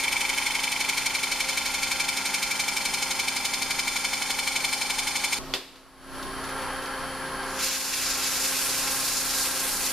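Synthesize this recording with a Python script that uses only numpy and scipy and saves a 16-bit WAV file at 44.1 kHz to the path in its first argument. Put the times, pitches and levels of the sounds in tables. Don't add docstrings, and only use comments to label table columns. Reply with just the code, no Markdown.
import sys
import numpy as np
from scipy import signal
from scipy.fft import rfft, irfft
from scipy.io import wavfile
from scipy.ndimage import uniform_filter1d, map_coordinates

SR = 44100
rng = np.random.default_rng(int(sys.argv[2]) if len(sys.argv) > 2 else 0)


def magnitude_from_level(level_db):
    exponent = np.asarray(level_db, float) / 20
    return 10 ** exponent


def to_wav(s):
    ch = np.atleast_2d(s).T
    pcm = np.round(np.clip(ch, -1, 1) * 32767)
    wavfile.write(sys.argv[1], SR, pcm.astype(np.int16))


N = 437472
T = np.arange(N) / SR
F = np.maximum(np.fft.rfftfreq(N, 1 / SR), 1)
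TURN_HZ, MOTOR_TURNS = 11.718, 2.5
CUT_END_S = 5.387


def unit(x):
    return x / np.sqrt(np.mean(x ** 2))


def noise():
    return rng.standard_normal(N)


def curves(table):
    s, *columns = np.transpose(table)
    return [np.interp(T, s, c) for c in columns]


def shape(table):
    hz, db = np.transpose(table)
    return magnitude_from_level(np.interp(np.log(F), np.log(hz), db))


def colour(x, table):
    return unit(irfft(rfft(x) * shape(table), N))


def resonance(x, hz, width):
    return signal.lfilter(*signal.iirpeak(hz, hz / width, SR), x)


def ring(x, modes):
    return sum(magnitude_from_level(db) * unit(resonance(x, hz, width)) for hz, width, db in modes)


def walk(rate):
    k = int(SR / rate)
    steps = np.repeat(rng.standard_normal(N // k + 1), k)
    return unit(uniform_filter1d(uniform_filter1d(steps, k), k)[:N])


def tones(turns, orders, flutter_db):
    out = 0
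    for multiple, db in orders:
        level = magnitude_from_level(db + flutter_db * walk(9)) * np.sqrt(2)
        phase = 2 * np.pi * (multiple * turns + rng.random()) + 0.32 * flutter_db * walk(4)
        out = out + level * np.sin(phase)
    return out


# (multiple of the shaft, level/dB)
FAN_ORDERS = [(9, 0), (1, -10), (2, -12), (4, -13), (5.06, -11), (6, -17), (7.1, -13), (10.1, -14),
              (11, -14), (12.15, -10), (13.1, -7)]
# (f/Hz, level/dB per Hz)
FAN_AIR = [(12, -30), (20, 2.5), (150, -19.5), (176, -10), (267, -7), (323, -16), (577, -5.5), (781, -9.5),
           (1120, -9), (1510, -14.5), (4560, -18.5), (5840, -26.5), (14500, -29)]
# (f/Hz, width/Hz, level/dB)
FAN_DUCT = [(1098, 42, -7), (1290, 60, -8.5), (4600, 310, -12), (5440, 150, -14.5)]


def fan():
    turns = 29.585 * T
    air = magnitude_from_level(3) * colour(noise(), FAN_AIR) + ring(noise(), FAN_DUCT)
    blade = tones(turns, FAN_ORDERS[:1], 0.38)
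    return blade + tones(turns, FAN_ORDERS[1:], 2.45) + air


def lathe_speed():
    switch_on_s, run_up_s, bend, full_speed = 5.69, 0.82, 0.7, 0.99
    up = full_speed * np.clip((T - switch_on_s) / run_up_s, 0, 1) ** bend
    return np.where(T < CUT_END_S, 1, up)


# (f/Hz, level/dB per Hz)
MOTOR_AIR = [(240, -46), (400, -6.5), (472, -11), (516, -5.5), (600, -20), (798, -4), (1640, -6),
             (2320, -14), (4490, -26.5), (7160, -39), (10100, -21), (14500, -48)]
# (f/Hz, width/Hz, level/dB)
MOTOR_CASE = [(900, 24, -26), (1064, 10, -2.5), (1361, 17, -1), (1530, 54, -9.5), (1599, 14, -1.5),
              (1646, 45, -5.5), (4340, 260, -7.5), (3106, 64, -6.5)]
# (multiple of the motor shaft, level/dB)
MOTOR_ORDERS = [(18.2, -2), (24.05, -10), (28.1, -7)]
# (f/Hz off the carrier at full speed, level/dB)
WHINE = [(-617, -21), (-267, -17), (-29.5, -14), (29.5, -15), (88, -12), (266, -14), (352, -18), (444, -14),
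         (499, -11), (616, -20), (734, -17)]


def motor():
    speed = lathe_speed()
    run = np.cumsum(speed) / SR
    db = np.where(T < CUT_END_S, -2.5, 1 - 16.5 * (1 - speed))
    air = magnitude_from_level(7 + 1.1 * walk(15)) * colour(noise(), MOTOR_AIR) + ring(noise(), MOTOR_CASE)
    belt_load = magnitude_from_level(1.5 * np.cos(2 * np.pi * TURN_HZ * run))
    shaft = tones(TURN_HZ * MOTOR_TURNS * run, MOTOR_ORDERS, 1.95) * belt_load
    carrier_hz, whine = 10000, 0
    for off, tone_db in WHINE:
        level = magnitude_from_level(tone_db + 1.6 * walk(6)) * speed ** (abs(off) / 500)
        whine = whine + level * np.sin(2 * np.pi * (carrier_hz * T + off * run + rng.random()))
    return (speed > 0) * (magnitude_from_level(db) * (air + speed ** 12 * shaft) + magnitude_from_level(3.5 + 0.09 * db) * whine)


# (t/s, peak level/dB)
RUSTLE = [(6.1469, -49), (6.2267, -34), (6.441, -34), (6.49, -36), (6.589, -39), (6.6194, -36),
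          (6.7281, -42), (6.7593, -42), (6.8229, -36), (6.8578, -35), (7.0098, -41), (7.0992, -47),
          (7.2595, -39), (7.4293, -37)]
# (f/Hz, level/dB per Hz)
GRIT = [(880, -39), (1500, -3.5), (1620, -11.5), (1920, -5.5), (2610, -0.5), (3120, -6), (4060, 2),
        (5340, 3.5), (6030, 0.5), (7150, 2), (8000, -3.5), (9660, -0.5), (13500, -6), (14200, -10)]
# (t/s, level/dB)
RUB = [
    (7.46, -51),
    (7.57, -41.5),
    (7.64, -30),
    (7.77, -34),
    (7.79, -36),
    (7.9, -35),
    (8.0, -32),
    (8.6, -31.5),
    (9.92, -33),
]
# (t/s, level/dB)
JABS = [(7.605, 3.1), (7.75, 2.3), (7.939, 2.2), (8.03, 2.2), (8.1, 2), (8.265, 2.7), (8.45, 1.7),
        (9.46, 2), (9.87, 2)]
# (level/dB over the rubbing, level/dB gained with dust, share of a jab)
SAND_RANGES = [
    (-4.5, -2, 1.45),
    (0.5, -0.65, 0.7),
    (-1.5, 3, 0.42),
]
SAND_EDGES_HZ = [0, 3600, 7600, 22050]


def paper():
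    folds = sum(magnitude_from_level(db - 4) * (T > s) * np.exp(-np.maximum(T - s, 0) / 0.015) for s, db in RUSTLE)
    out = folds * colour(noise(), [(1000, -11), (3000, 6), (5000, 4), (9000, -9), (14000, -7)])
    throb_db = 0.94 * np.cos(2 * np.pi * (2 * TURN_HZ * T - .05))
    grit = rfft(noise() * magnitude_from_level(0.63 * walk(300) + throb_db)) * shape(GRIT[:-1])
    rub_db = curves(RUB)[0]
    dust = np.tanh(np.maximum(T - RUB[4][0], 0) / 0.7) ** 2
    jab_db = sum(db * np.exp(-.5 * ((T - s) / 0.011) ** 2) for s, db in JABS)
    for (db, dust_db, share), lo, hi in zip(SAND_RANGES, SAND_EDGES_HZ, SAND_EDGES_HZ[1:]):
        flicker_db = walk(25) + 0.35 * walk(70)
        level = magnitude_from_level(rub_db + db + dust_db * dust + share * jab_db + flicker_db)
        out = out + (T > RUB[0][0]) * level * unit(irfft(grit * (F > lo) * (F <= hi), N))
    return out


# (t/s, peak level/dB, share that fills the shop)
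CLACK = [
    (5.5377, -13.5, 0.89),
    (5.5386, -11.5, 0),
    (5.5397, -18, 0.32),
    (5.757, -42, 0.78),
]
# (f/Hz, level/dB, t60/s)
CLACK_MODES = [(326, -14.5, .15), (395, -8, 0.26), (1300, 0, 0.005), (2406, -9, 0.0038), (2880, -20, .06),
               (3332, 9, 0.0038), (3440, -22, 0.31), (3620, -22, 0.28), (4700, -23, .22), (4430, 2, 0.0079),
               (7000, -17, .002)]
# (f/Hz, level/dB per Hz)
CLACK_TAIL = [(150, -23), (330, -3), (480, -5), (600, -8.5), (1600, -11), (2600, -8), (3600, -8),
              (4900, -9), (5600, -17), (14500, -26)]


def clack():
    out, shop = 0, colour(noise(), CLACK_TAIL)
    for s, peak_db, share in CLACK:
        t = np.maximum(T - s, 0)
        modes = 0
        for k, (hz, db, t60) in enumerate(CLACK_MODES):
            modes = modes + (-1) ** k * magnitude_from_level(db - 60 * t / t60) * np.sin(2 * np.pi * hz * t)
        tail = magnitude_from_level(-60 * t / 0.11) + magnitude_from_level(-11.5 - 60 * t / 0.71)
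        build = np.minimum(t / 0.0019, 1)
        out = out + magnitude_from_level(peak_db - 9) * (modes + share * build * magnitude_from_level(-3.5) * tail * shop)
    return out


def ridges():
    size, memory, wobble_s = int(SR / TURN_HZ) + 1, 0.96, 4e-5
    rows = signal.lfilter([1], [1, -memory], rng.standard_normal((90, size)), axis=0)[20:]
    wobbly = T + wobble_s * np.sin(2 * np.pi * TURN_HZ * MOTOR_TURNS * T)
    turns = TURN_HZ * np.minimum(wobbly, 5.5) + 1
    return unit(map_coordinates(rows, [turns // 1, turns % 1 * (size - 1)], order=3))


def turns_from(at, late):
    return (TURN_HZ * T - late - at + .5) % 1 - .5


def bite(bites, weak_db, late):
    swell = []
    for at, rise, fall, db in bites:
        off = turns_from(at, late)
        swell.append(db * np.exp(-.5 * (off / np.where(off < 0, rise, fall)) ** 2))
    return magnitude_from_level(swell[0] + swell[1] * (1 + weak_db / bites[1][3]))


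# (place/turns, length/turns, f/Hz, glide/Hz per turn, level/dB, share of weaker bite's dB)
CHATTER = [(.48, .06, 2200, 250, -3, 0), (.5, .065, 2335, 150, -2.5, 0), (.92, .055, 2230, 300, -8, 2.2),
           (.94, .06, 2335, 0, -7.5, 2.2), (.5, .05, 2580, 0, -13, 0), (.93, .04, 3090, 0, -13, 0),
           (.51, .045, 5280, 1500, -11, 0)]
# (place/turns, f/Hz, centre t/s, span/s, level/dB)
PASSING = [(.5, 3900, 3.4, .6, -7), (.5, 3600, 4.9, .5, -6), (.5, 5560, 2.6, 1.4, -10),
           (.49, 3050, 3.5, .5, -7), (.49, 3060, .8, 1, -7), (.5, 5200, 3.6, 1.5, -5),
           (.4, 850, 3.8, 1.8, -7), (.42, 3520, .3, .5, -8), (.5, 4000, 1, .5, -9), (.5, 4190, 2.8, .7, -8),
           (.55, 4350, 4, .8, -7), (.5, 5000, 2.1, .4, -8), (.47, 2090, 3.6, .5, -8)]


def chatter(weak_db, late):
    bursts = [(*row[:4], magnitude_from_level(row[4] + row[5] * weak_db)) for row in CHATTER]
    for at, hz, s, span, db in PASSING:
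        bursts.append((at, 0.036, hz, 0, magnitude_from_level(db) * np.exp(-.5 * ((T - s) / span) ** 2)))
    out = 0
    for at, length, hz, glide, size in bursts:
        off = turns_from(at, late)
        phase = 2 * np.pi * (hz + glide * off / 2) * off / TURN_HZ
        phase = phase + 0.76 * walk(3.02) + 0.2 * walk(120)
        level = size * magnitude_from_level(0.56 * walk(6.5) + 0.74 * walk(150))
        out = out + level * np.exp(-.5 * (off / length) ** 2) * np.sin(phase)
    return out


# (t/s, pressure level/dB, weaker bite level/dB)
PRESSURE = [(0, 1, 2), (.6, .5, 1), (1.3, 0.5, -1), (2.6, 0, -0.5), (3.6, -0.5, -1), (4.6, -0.1, 0),
            (5.39, 0.5, -2.5)]
# (place/turns, rise/turns, fall/turns, swell level/dB)
BOWL_BITES = [
    (.42, 0.01, 0.015, 11.4),
    (.84, 0.014, 0.027, 2.1),
]
TOOL_BITES = [
    (.48, 0.11, 0.14, 9.6),
    (.92, 0.074, 0.15, 7.7),
]
HISS_BITES = [
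    (.47, 0.058, 0.11, 11.2),
    (.97, 0.015, 0.21, 3.6),
]
# (f/Hz, width/Hz, level/dB)
BOWL = [(820, 47, 0.5), (832, 71, -1), (897, 82, 2), (895, 99, -29), (1393, 52, 0)]
REST = [(198, 9.6, 6), (218, 14, -3)]
TOOL_LOW = [(2090, 45, -11), (2191, 35, -2), (2250, 40, -9), (2332, 35, 0), (2414, 35, -7), (2578, 45, -10),
            (3047, 50, -8), (3125, 60, -10)]
TOOL_HIGH = [(3450, 26, -5), (3550, 17, 0), (4240, 26, 0), (4345, 58, -1), (4570, 70, -6), (5090, 200, 1),
             (5650, 150, -17)]
SHAVING_RING = [(6360, 120, -14.5), (6670, 69, -11.5), (7260, 90, -15.5), (8530, 410, -10.5),
                (9070, 170, -12), (9850, 140, -18)]
# (f/Hz, level/dB per Hz)
SHAVING = [(600, -10), (1500, -10.5), (4000, 3.5), (6500, -3), (7800, -7.5), (9000, -8), (11000, -10.5),
           (13000, -7.5), (14500, -22)]
# (f/Hz, width/Hz, share removed 0-1)
TOOL_DIPS = [(2740, 92, 0.05), (3760, 150, 0.46), (4670, 140, 0.27), (2455, 32, 0.3), (3380, 76, 0.1)]
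# (level/dB at the start, slope/dB per s)
LAYERS = [
    (-43, 0.07),
    (-34, -.5),
    (-36, -0.91),
    (-43.5, .7),
    (-35.5, 0.23),
]


def scraper():
    push_db, weak_db = curves(PRESSURE)
    late = .03 - 0.007565 * T
    wood, fresh = ridges(), noise()
    shove = wood * bite(BOWL_BITES, 0, late)
    no_bass = signal.butter(4, 760, "high", fs=SR, output="sos")
    bowl = signal.sosfilt(no_bass, ring(shove, BOWL))
    edge = (wood + magnitude_from_level(-9.5) * fresh) * bite(TOOL_BITES, weak_db, late)
    tear = (fresh + 0.81 * wood) * bite(HISS_BITES, weak_db, 0) * magnitude_from_level(1.04 * walk(150))
    hiss = colour(tear, SHAVING) + ring(tear, SHAVING_RING)
    layers = [bowl, chatter(weak_db, late), ring(edge, TOOL_LOW), ring(edge, TOOL_HIGH), hiss]
    out = sum(magnitude_from_level(db + slope_db * T) * unit(x) for (db, slope_db), x in zip(LAYERS, layers))
    for hz, width, share in TOOL_DIPS:
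        out = out - share * resonance(out, hz, width)
    rest_db = -55.5 - 12 * np.tanh(((T - 3.15) / 1.7) ** 2)
    rest = magnitude_from_level(rest_db) * unit(ring(shove, REST))
    return (T < CUT_END_S) * magnitude_from_level(push_db) * (out + rest)


# (t/s, depth level/dB, attack/s, hold/s, release/s)
DUCKS = [
    (5.528, -14.5, 0.077, 0.36, 0.21),
    (7.577, -4.5, 0.25, 0.061, 0.19),
]


def gain_db():
    rest_db, under_cut_db, under_sand_db = -45, -5.5, -2.5
    sanding = np.clip((T - RUB[1][0]) / 0.14, 0, 1)
    db = rest_db + under_cut_db * (T < CUT_END_S) + under_sand_db * sanding
    for s, depth_db, attack, hold, release in DUCKS:
        corners = np.cumsum([0, attack, hold, release])
        db = db + depth_db * np.interp(T - s, corners, [0, 1, 1, 0])
    return db


# (f/Hz, side level/dB)
SIDE_DB = [(25, 4), (70, -9), (125, -5.5), (250, -20.5), (680, -16.5), (1250, -18), (2300, -16.5),
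           (4210, -8.5), (7740, -1), (14200, -4.5)]
# (f/Hz, level/dB)
LEAN_DB = [(60, -1.3), (110, 0.32), (200, -1.2), (370, 0.16), (680, 0.44), (1250, -0.39), (2300, 0.83),
           (4210, 0.2), (7740, -0.2), (14200, -2.0)]


def scene():
    gain = magnitude_from_level(gain_db())
    work = scraper() + clack() + paper()
    mid = rfft(gain * (fan() + motor()) + work)
    scatter = rfft(noise() * np.exp(-T / 0.022))
    scattered_work = rfft(work) * scatter / np.abs(scatter)
    side = shape(SIDE_DB) * (rfft(gain * (fan() + motor())) + scattered_work)
    lean = np.sqrt(shape(LEAN_DB))
    return np.array([irfft((mid + side) * lean, N), irfft((mid - side) / lean, N)])


def top_cut(x):
    return signal.sosfilt(signal.butter(12, 14800, fs=SR, output="sos"), x)


def record(dry):
    mix = irfft(rfft(dry) * (F < 14300), N)
    return top_cut(mix)


dry = scene()
out = record(dry)
to_wav(out)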